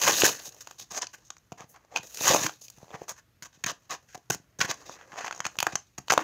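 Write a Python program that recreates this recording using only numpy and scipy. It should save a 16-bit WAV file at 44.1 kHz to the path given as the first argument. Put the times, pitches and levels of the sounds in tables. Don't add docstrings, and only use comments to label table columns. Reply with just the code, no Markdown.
import sys
import numpy as np
from scipy import signal
from scipy.fft import rfft, irfft
from scipy.io import wavfile

SR = 44100
rng = np.random.default_rng(int(sys.argv[2]) if len(sys.argv) > 2 else 0)


def transcribe(signal):
    frames = np.atleast_2d(signal).T
    limited = np.clip(frames, -1, 1)
    pcm = np.round(limited * 32767).astype(np.int16)
    wavfile.write(sys.argv[1], SR, pcm)


N = 274743


def from_db(db):
    return 10 ** (np.asarray(db) / 20)


def rms_one(x):
    return x / np.sqrt(np.mean(x ** 2) + 1e-20)


def gains_in_time(rows):
    times, *columns = np.transpose(rows)
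    now = np.arange(N) / SR
    return np.array([from_db(np.interp(now, times, levels, left=-200, right=-200)) for levels in columns])


def drift(rate_hz):
    r = np.exp(-2 * np.pi * rate_hz * 40 / SR)
    noise = rng.standard_normal(N // 40 + 2002)
    slow = rms_one(signal.lfilter([1], [1, -2 * r, r * r], noise)[2000:])
    return np.interp(np.arange(N) / 40, np.arange(len(slow)), slow)


def resonate(x, hz, width_hz):
    r = np.exp(-np.pi * width_hz / SR)
    top = np.array([1, 0, -1]) * (1 - r * r) / 2
    return signal.lfilter(top, [1, -2 * r * np.cos(2 * np.pi * hz / SR), r * r], x)


def cut(x, hz, kind, order=2):
    return signal.sosfilt(signal.butter(order, hz, kind, fs=SR, output="sos"), x)


# (frequency [Hz], relative level [dB])
AIR_TONE = [(24, -27.5), (40, -0.5), (60, 9.5), (124, 8.5), (444, -6.5), (965, -10), (1340, -8),
            (4570, -16), (6490, -17), (8550, -24), (14100, -18.5), (16000, -25)]
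AIR_DB = -68.5


def air():
    hz = np.fft.rfftfreq(N, 1 / SR) + 1
    tone_hz, tone_db = np.transpose(AIR_TONE)
    tint = from_db(np.interp(np.log(hz), np.log(tone_hz), tone_db))
    noise = irfft(rfft(rng.standard_normal(N)) * tint, N)
    level = from_db(AIR_DB + 0.72 * drift(9.1))
    return level * rms_one(cut(noise, 35, "high", order=4))


HUM_HZ, HUM_DB = 119, -76


def hum():
    once = resonate(rng.standard_normal(N), HUM_HZ, 25)
    return from_db(HUM_DB) * rms_one(resonate(once, HUM_HZ, 25))


TAIL_DB, TAIL_T60_S, WALL_CUT_HZ = -14, 0.16, 6400
ECHO_S, ECHO_DB, ECHO_HZ, ECHO_WIDTH_HZ = 0.0135, -11.5, 1100, 200


def room(x):
    t = np.arange(SR // 3) / SR
    tail = rng.standard_normal(len(t)) * from_db(-60 * t / TAIL_T60_S) * np.clip(t / 0.023, 0, 1)
    answer = cut(from_db(TAIL_DB) * tail / np.linalg.norm(tail), WALL_CUT_HZ, "low", order=1)
    click = from_db(ECHO_DB) * (np.arange(len(t)) == round(ECHO_S * SR))
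    answer += resonate(click, ECHO_HZ, ECHO_WIDTH_HZ)
    return signal.fftconvolve(x, answer)[:N]


# (frequency [Hz], width [Hz], boost [dB])
PORT_RESONANCES = [(6090, 1200, 7.5), (6632, 640, 9)]
DULL_ABOVE_HZ, TOP_DB = 7220, -11


def microphone(x):
    for hz, width_hz, db in PORT_RESONANCES:
        x = x + (from_db(db) - 1) * resonate(x, hz, width_hz)
    top = from_db(TOP_DB) * cut(x, DULL_ABOVE_HZ, "high", order=4)
    x = cut(x, DULL_ABOVE_HZ, "low", order=4) + top
    return cut(x, 61, "high", order=3)


# (time [s], relative push level [dB])
KNOCKS = [(0.07, -30), (0.23, -27), (0.914, -46), (1.521, -33), (1.606, -41), (1.641, -43.5), (1.958, -52),
          (1.994, -39), (2.209, -34), (2.285, -28.5), (2.342, -26), (2.451, -33), (2.778, -46),
          (2.829, -39), (2.942, -33.5), (3.013, -41.5), (3.422, -44.5), (3.574, -51), (3.643, -33.5),
          (3.662, -32.5), (3.723, -43), (4.15, -42), (4.299, -27.5), (4.316, -38), (4.354, -37.5),
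          (4.399, -45), (4.593, -31.5), (4.612, -27), (4.645, -29), (4.696, -34), (4.892, -47),
          (5.132, -44.5), (5.239, -43), (5.4, -39), (5.459, -36), (5.584, -35.5), (5.627, -34),
          (5.668, -34), (5.732, -34.5), (5.751, -34), (5.984, -33.5), (5.999, -42), (6.104, -29),
          (6.128, -33), (6.175, -30)]
SHAKES_PER_S, TEAR_SHAKE_DB, SCRAPE_SHAKE_DB = 70, -4.5, -11


def knocks():
    pushes = np.full(N, 1e-18)
    for s, db in KNOCKS:
        pushes[round(s * SR)] += from_db(db)
    effort = from_db(TEAR_SHAKE_DB) * tear_effort()[1]
    for s, db, *_, length_s in SCRAPES:
        drag = scrape_shape(length_s)[0]
        effort[round(s * SR):][:len(drag)] += from_db(db + SCRAPE_SHAKE_DB) * drag
    count = N // SR * SHAKES_PER_S
    moments = ((np.arange(count) + rng.random(count)) * SR / SHAKES_PER_S).astype(int)
    pushes[moments] += effort[moments] * rng.normal(0, 1, count)
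    thud = resonate(pushes, 140, 82) + 0.16 * resonate(pushes, 280, 110)
    return from_db(40) * cut(thud, 450, "low", order=4)


# (time [s], sizzle against crackle, before the mix [dB], bubble pitch [Hz])
COLOUR = [(0.0, -8, 3200), (0.45, -5, 4200), (0.9, -11, 3980), (1.06, -27, 4700), (1.14, -5, 4330),
          (1.3, -18.5, 3700), (1.55, -9, 2640), (1.649, -15, 2680), (1.7, 17, 2900), (1.76, -14, 2700),
          (1.96, -13, 2440), (2.1, -3, 4000), (2.46, -10.5, 2700), (2.65, -2.5, 4700), (2.92, -10, 2600),
          (3.1, -9.5, 3400), (3.64, -10.5, 2900), (4.3, -9.5, 3710), (4.6, -9.5, 2750), (4.75, -10, 4000),
          (5.2, -14.5, 2380), (5.45, -17.5, 2600), (5.6, -5, 2900), (5.629, -2, 2900), (5.75, -22, 2860),
          (5.98, -10.5, 3150), (6.085, -7, 3700), (6.11, -9.5, 2670), (6.23, -9, 3400)]


def colour_at(s):
    times, sizzle_db, bubble_hz = np.transpose(COLOUR)
    return np.interp(s, times, sizzle_db), np.interp(s, times, bubble_hz)


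# (frequency [Hz], width of one pass [Hz], relative level [dB])
CARD = [(180, 45, 1), (308, 44, 6), (463.3, 390, 5.5), (590, 270, 3.5), (750, 170, -5.5), (930, 576, 4),
        (1100, 350, -2.5), (1558, 340, -11.5), (1526, 720, 2.5), (1870, 840, -22), (2459, 330, -3),
        (2900, 830, -5.5), (3718, 580, -5.5), (3860, 1400, -7), (4700, 890, -18.5)]


def card(fine, coarse, direct, rings):
    crackle = cut(cut(direct[0] * fine, 6100, "high"), 6750, "low", order=4)
    sizzle = cut(direct[1] * fine, 11460, "high", order=4)
    out = crackle + sizzle
    for k, (gain, (hz, width_hz, _)) in enumerate(zip(rings, CARD)):
        once = resonate(gain * coarse[k % 2], hz, width_hz)
        out += resonate(once, hz, 1.7 * width_hz)
    return out


def near(hz, chance_db):
    card_hz, width_hz, _ = np.transpose(CARD)
    share = from_db(chance_db - 12.3 * np.abs(np.log2(card_hz / hz)))
    return share / np.linalg.norm(share) * np.sqrt(250 / width_hz)


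def strokes(events, shape, crackle_db, sizzle_db, boom_db, crinkle_db):
    direct = np.full((2, N), 1e-18)
    rings = np.full((len(CARD), N), 1e-18)
    luck_db = rng.normal(0, 2.2, (len(events), len(CARD)))
    for (s, db, boom, boom_hz, crinkle, *length), chance_db in zip(events, luck_db):
        at = max(round(s * SR), 0)
        sizzle, crinkle_hz = colour_at(s)
        effort, push = from_db(db) * shape(*length)[:, :N - at]
        boom_shares = from_db(boom_db + boom) * near(boom_hz, chance_db)
        crinkle_shares = from_db(crinkle_db + crinkle) * near(crinkle_hz, chance_db)
        direct_gains = from_db([crackle_db, sizzle_db + sizzle])
        direct[:, at:at + len(effort)] += np.outer(direct_gains, effort)
        rings[:, at:at + len(push)] += np.outer(boom_shares + crinkle_shares, push)
    return direct, rings


# (time [s], crackle level [dB], card boom level [dB])
HANDLING = [(0.4, -66, -62.5), (0.56, -54, -59), (0.87, -62.5, -72.5), (1.21, -62, -67.5), (1.36, -72, -80),
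            (1.88, -75, -68.5), (2.0, -57.5, -63), (2.64, -62, -77), (3.0, -61, -57.5), (3.19, -80, -88.5),
            (3.47, -82, -80), (3.6, -67.5, -72.5), (4.22, -70, -72.5), (4.6, -79, -72),
            (4.77, -55.5, -56.5), (5.0, -61, -51.5), (5.19, -62, -64), (5.32, -52.5, -55),
            (5.6, -61.5, -63), (5.74, -49, -62), (5.83, -62, -99), (6.03, -78.5, -81), (6.1, -51.5, -54.5),
            (6.23, -47, -36)]


def tears_and_handling():
    crackle, boom = gains_in_time(HANDLING) + tear_effort()
    sizzle = crackle * from_db(colour_at(np.arange(N) / SR)[0])
    direct = from_db([[-4], [9]]) * np.array([crackle, sizzle])
    rings = []
    for hz, _, db in CARD:
        drive = from_db(5.0) * boom if hz < 2200 else from_db(3.0) * crackle
        rings.append(from_db(db + 2.9 * drift(17)) * drive)
    return direct, np.array(rings)


# (time [s], crackle level [dB], card boom level [dB])
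TEARS = [
    [(0.0, -26.5, -31), (0.022, -21.5, -35.5), (0.082, -25.5, -35.5), (0.12, -25, -32), (0.208, -20, -35),
     (0.232, -29, -30.5), (0.278, -21.5, -32), (0.388, -45.5, -50), (0.5, -45, -84)],
    [(2.03, -45.5, -50), (2.09, -55, -72.5), (2.246, -25, -32.5), (2.29, -32, -34), (2.344, -24.5, -28),
     (2.394, -28.5, -33.5), (2.468, -26, -31), (2.49, -42.5, -51), (2.56, -64, -74)],
]


def tear_effort():
    return sum(gains_in_time(tear) for tear in TEARS)


STROKE_MIX = dict(crackle_db=-2, sizzle_db=8.5, boom_db=15.0, crinkle_db=3.0)


def scrape_shape(length_s):
    u = np.linspace(0, 1, max(int(length_s * SR), 8))
    effort = np.clip(u / 0.11, 0, 1) ** 2 * np.clip((1 - u) / 0.38, 0, 1)
    return np.tile(effort, (2, 1))


# (time [s], crackle level [dB], card boom against crackle [dB],
# card pitch [Hz], bubble crinkle against crackle [dB], length [s])
SCRAPES = [(0.006, -36.5, 11.5, 1330, 11, 0.13), (0.238, -16, -0.5, 1480, -21, 0.036),
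           (0.449, -42, -10, 1000, 5.5, 0.048), (0.458, -66, 12.5, 480, 3, 0.03),
           (0.604, -44, -9.5, 1290, 4, 0.028), (0.78, -43.5, -11.5, 930, 8.5, 0.071),
           (0.901, -41.5, 0.5, 890, 5.5, 0.073), (1.012, -36.5, 4.5, 1110, 9, 0.038),
           (1.13, -47.5, 5.5, 1380, -17, 0.028), (1.245, -55.5, -22, 1030, -14, 0.046),
           (1.57, -56.5, 13.5, 900, 3, 0.089), (1.685, -65.5, 0, 511, -9, 0.065),
           (1.737, -70.5, 21, 923, -4.5, 0.052), (1.955, -40.5, 1, 930, 20.5, 0.036),
           (2.251, -27, 6, 1100, 2, 0.045), (2.27, -26, 5.5, 1250, 12.5, 0.036),
           (2.292, -30.5, 9, 750, 13.5, 0.055), (2.439, -43.5, 13, 1240, 1, 0.038),
           (2.606, -48.5, -16.5, 650, 1, 0.064), (2.655, -66, -27, 780, -5.5, 0.044),
           (3.006, -57, 7, 540, 8, 0.048), (3.077, -37.5, -1.5, 1064, -6, 0.054),
           (3.158, -53.5, 4, 1340, -18, 0.054), (3.422, -37, -2.5, 1315, 0.5, 0.022),
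           (3.444, -45, 1, 1106, 2.5, 0.032), (3.523, -62.5, 0, 1180, 13, 0.055),
           (3.638, -24, 7.5, 1890, -11.5, 0.008), (3.661, -25, 1.5, 1820, -21, 0.012),
           (3.667, -37.5, 6.5, 1150, 13, 0.054), (3.891, -40.5, 8.5, 1014, 12, 0.08),
           (4.078, -59.5, 4, 1890, -20.5, 0.082), (4.085, -77, 7.5, 660, -2.5, 0.024),
           (4.145, -40, 7.5, 905, 4.5, 0.015), (4.3, -18, -4, 1950, -20.5, 0.011),
           (4.314, -32.5, -5.5, 1800, -8, 0.045), (4.586, -34.5, -2.5, 834, -4, 0.032),
           (4.602, -30.5, 11.5, 1900, -23, 0.023), (4.614, -37, 10, 1250, -17, 0.055),
           (4.671, -46.5, 13, 950, -7, 0.063), (4.848, -55, -10, 853, 15, 0.13),
           (5.116, -62, 19.5, 1180, -17, 0.035), (5.203, -50, 16, 1280, 10, 0.053),
           (5.241, -43.5, 10.5, 1100, 0, 0.054), (5.44, -45, 8.5, 1370, -14, 0.042),
           (5.72, -49.5, 11, 870, 12, 0.021), (5.978, -33, 1, 854, 0.5, 0.015),
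           (6.097, -28, 8, 1600, 13.5, 0.021)]


def scrapes():
    return strokes(SCRAPES, scrape_shape, **STROKE_MIX)


SWELL_SHARE, SWELL_POWER = 0.66, 2


def pull_shape(length_s):
    u = np.linspace(0, 1, int(length_s * SR))
    effort = np.minimum((u / SWELL_SHARE) ** SWELL_POWER, (1 - u) / (1 - SWELL_SHARE))
    return np.tile(effort, (2, 1))


# (time [s], crackle level [dB],
# card boom against crackle [dB], card pitch [Hz], bubble crinkle against crackle [dB], length [s])
PULLS = [(0.055, -24.5, 8.5, 890, -15, 0.041), (0.935, -27, -3, 970, -11, 0.063),
         (1.895, -52.5, 18, 676, 0, 0.092), (2.915, -54.5, 21.5, 760, -10, 0.052),
         (4.67, -38.5, -1, 1330, 20, 0.055), (5.13, -46.5, 14.5, 870, 7, 0.089)]


def pulls():
    return strokes(PULLS, pull_shape, **STROKE_MIX)


def fibres(per_s, uneven_db, clumps):
    sizes = from_db(uneven_db * np.minimum(rng.exponential(1, N), 5)) * rng.choice([-1, 1], N)
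    return rms_one(sizes * (rng.random(N) < per_s / SR) * clumps + 1e-9)


def tearing():
    parts = [tears_and_handling(), scrapes(), pulls()]
    direct = sum(part[0] for part in parts)
    rings = sum(part[1] for part in parts)
    clumps = from_db(1.8 * drift(45) + 2.2 * drift(180))
    fine = fibres(14000, 2.5, clumps)
    coarse = [fibres(2000, 2.6, clumps), fibres(2000, 2.6, clumps)]
    return card(fine, coarse, direct, rings)


# (start [s], end [s], crack level [dB], card boom against crack [dB],
# card pitch [Hz], bubble crinkle against crack [dB])
PATTER = [(2.042, 2.14, -57, -12, 800, -8), (2.796, 2.87, -63, 10, 750, -3),
          (2.871, 3.0, -63.5, 14, 670, 13), (5.121, 5.24, -49, 13, 930, -17),
          (5.335, 5.39, -41.5, -1.5, 900, -5)]
PATTER_PER_S, PATTER_SPREAD_DB = 80, 3.5


def patter():
    snaps = []
    for start, end, db, *ring in PATTER:
        for s in np.arange(start, end, 1 / PATTER_PER_S):
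            moment = s + rng.random() / PATTER_PER_S
            snaps.append((moment, db + rng.normal(0, PATTER_SPREAD_DB), *ring))
    return snaps


def snap_shape():
    ms = np.arange(SR // 40) * 1000 / SR
    burst = (1 - np.exp(-ms / 0.99)) * np.exp(-ms / 2.34)
    push = 0.76 * burst
    push[30] += 4.0
    return np.array([burst, push])


POP_DB, POP_LATE_S = 3, 0.001418


def pops(events):
    out = np.zeros(N + SR // 100)
    t = np.arange(SR // 200) / SR
    for s, db, boom, hz, _ in events:
        a = (np.pi * hz * (t - POP_LATE_S)) ** 2
        pulse = (1 - 2 * a) * np.exp(-a)
        out[round(s * SR):][:len(t)] -= from_db(db + boom + POP_DB) * pulse
    return out[:N]


# (time [s], crack level [dB], card boom against crack [dB],
# card pitch [Hz], bubble crinkle against crack [dB])
SNAPS = [(0.077, -17, 4, 1050, 10), (0.0943, -18, -2.5, 474, 1), (0.2187, -19.5, 9, 1460, 18),
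         (0.2335, -41, 18, 1440, -2), (0.2346, -20, 8.5, 407, 17.5), (0.2625, -21, -12, 1440, -6),
         (0.3985, -46.5, 4.5, 750, 21), (0.5213, -45, -11, 970, 8), (0.5445, -42, -9, 750, -50),
         (0.6716, -37.5, 2.5, 1010, 11), (0.7099, -38, 3, 1050, 7), (0.7989, -39, -18, 1770, -5),
         (0.9185, -31.5, -25, 766, -21), (0.9756, -28, -4, 1160, 10), (1.0189, -18.5, -25, 1220, -12),
         (1.0301, -34, 7, 1170, -21), (1.0685, -32, -7.5, 1410, 9), (1.1412, -49, 9, 1296, -5),
         (1.3029, -30, -3.5, 1173, 6), (1.3666, -47.5, 1, 1407, -1), (1.3812, -49.5, -12, 1126, -16),
         (1.5196, -43.5, 11.5, 810, 8), (1.5239, -42.5, 4, 666, 6), (1.6054, -42.5, 1.5, 634, 10),
         (1.7602, -51.5, 5, 1060, 14), (1.8478, -60, 6.5, 530, -1), (1.9601, -25.5, 3.5, 930, 18.5),
         (1.9701, -30, 5.5, 1040, 2), (2.0698, -39, -27, 770, -22), (2.1449, -28, -10, 1600, -11.5),
         (2.1715, -28, -8, 1680, 6), (2.2102, -34.5, 9, 625, -11), (2.2197, -25, -23, 930, -12),
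         (2.2782, -11.5, -5.5, 1040, -5), (2.3462, -31, 19.5, 684, -10), (2.3616, -24.5, 6.5, 664, 8),
         (2.4634, -25, 3, 1330, 14), (2.4936, -44, 17, 1030, 21.5), (2.6163, -42.5, -11, 588, 8),
         (2.6817, -42.5, -15, 535, 16.5), (2.6998, -34, -15.5, 994, -5), (2.7831, -48.5, -1, 790, 2),
         (2.8285, -61, 20.5, 590, 3), (2.9047, -60.5, 20.5, 690, 22), (2.9414, -53, 19.5, 1390, -8),
         (2.9503, -58.5, 27.5, 795, -3), (3.0171, -56, 25.5, 530, -5), (3.0812, -39.5, 4, 1100, -1),
         (3.0923, -23, -14, 1220, -2), (3.1138, -38, 1.5, 1058, -18.5), (3.7058, -30.5, -9.5, 1036, -1),
         (3.7146, -33, -1, 590, 3), (3.9067, -27.5, -10, 1126, -13), (4.1757, -45, 0.5, 384, 3.5),
         (4.3025, -32.5, 13.5, 633, -1.5), (4.3456, -24.5, -8, 727, -3), (4.6115, -28.5, 12.5, 1910, -6),
         (4.6464, -45, 17.5, 1100, -22), (4.692, -44, 11.5, 515, 2), (4.7155, -52, 18, 510, 0),
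         (4.712, -22, -1, 1600, -5), (4.7412, -39, -4, 800, -8.5), (4.8943, -42, 13.5, 850, -18),
         (4.9903, -64, 20, 1026, 10), (5.0114, -54.5, 18.5, 1260, -13), (5.1879, -37.5, 0, 700, 15),
         (5.2095, -39.5, 8, 1130, -4), (5.2448, -48.5, 24.5, 1000, 5), (5.2687, -40.5, 8.5, 1170, 22),
         (5.2794, -34.5, 10.5, 1310, 13), (5.3093, -35.5, 10.5, 1170, 9), (5.325, -36, 9, 1210, 16),
         (5.4029, -25.5, 3.5, 1190, 2), (5.4519, -23.5, 3, 1410, 2), (5.4643, -20, -1, 1190, 5),
         (5.5544, -49.5, 11, 1070, -11), (5.5673, -44, -2, 663, -19), (5.5866, -21.5, -4.5, 1360, 16.5),
         (5.6023, -20, 3, 1690, 10), (5.6269, -20, 5, 940, 11), (5.667, -22, 14, 1240, -25),
         (5.7546, -14, -2.5, 1307, -5), (6.0817, -35, 3.5, 1000, 19), (6.103, -23, 16, 1530, 3),
         (6.1209, -15, 5.5, 865, 6), (6.1286, -20.5, 3, 900, 4), (6.1354, -18, 3.5, 790, 6),
         (6.1765, -21, 15.5, 910, 11), (6.1904, -40, 23, 1110, -1)]


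def snapping():
    at_once = rng.choice([-1., 1.], (2, N))
    snaps = [*SNAPS, *patter()]
    direct, rings = strokes(snaps, snap_shape, crackle_db=5.6, sizzle_db=14, boom_db=18, crinkle_db=8.7)
    return pops(snaps) + card(at_once[0], [at_once[1], -at_once[1]], direct, rings)


def pack():
    return tearing() + snapping()


def scene():
    dry = pack() + knocks()
    return (microphone(dry + room(dry)) + air() + hum())[None]


def record(dry):
    return signal.sosfilt(signal.cheby2(16, 60, 16200, fs=SR, output="sos"), dry)


dry = scene()
out = record(dry)
transcribe(out)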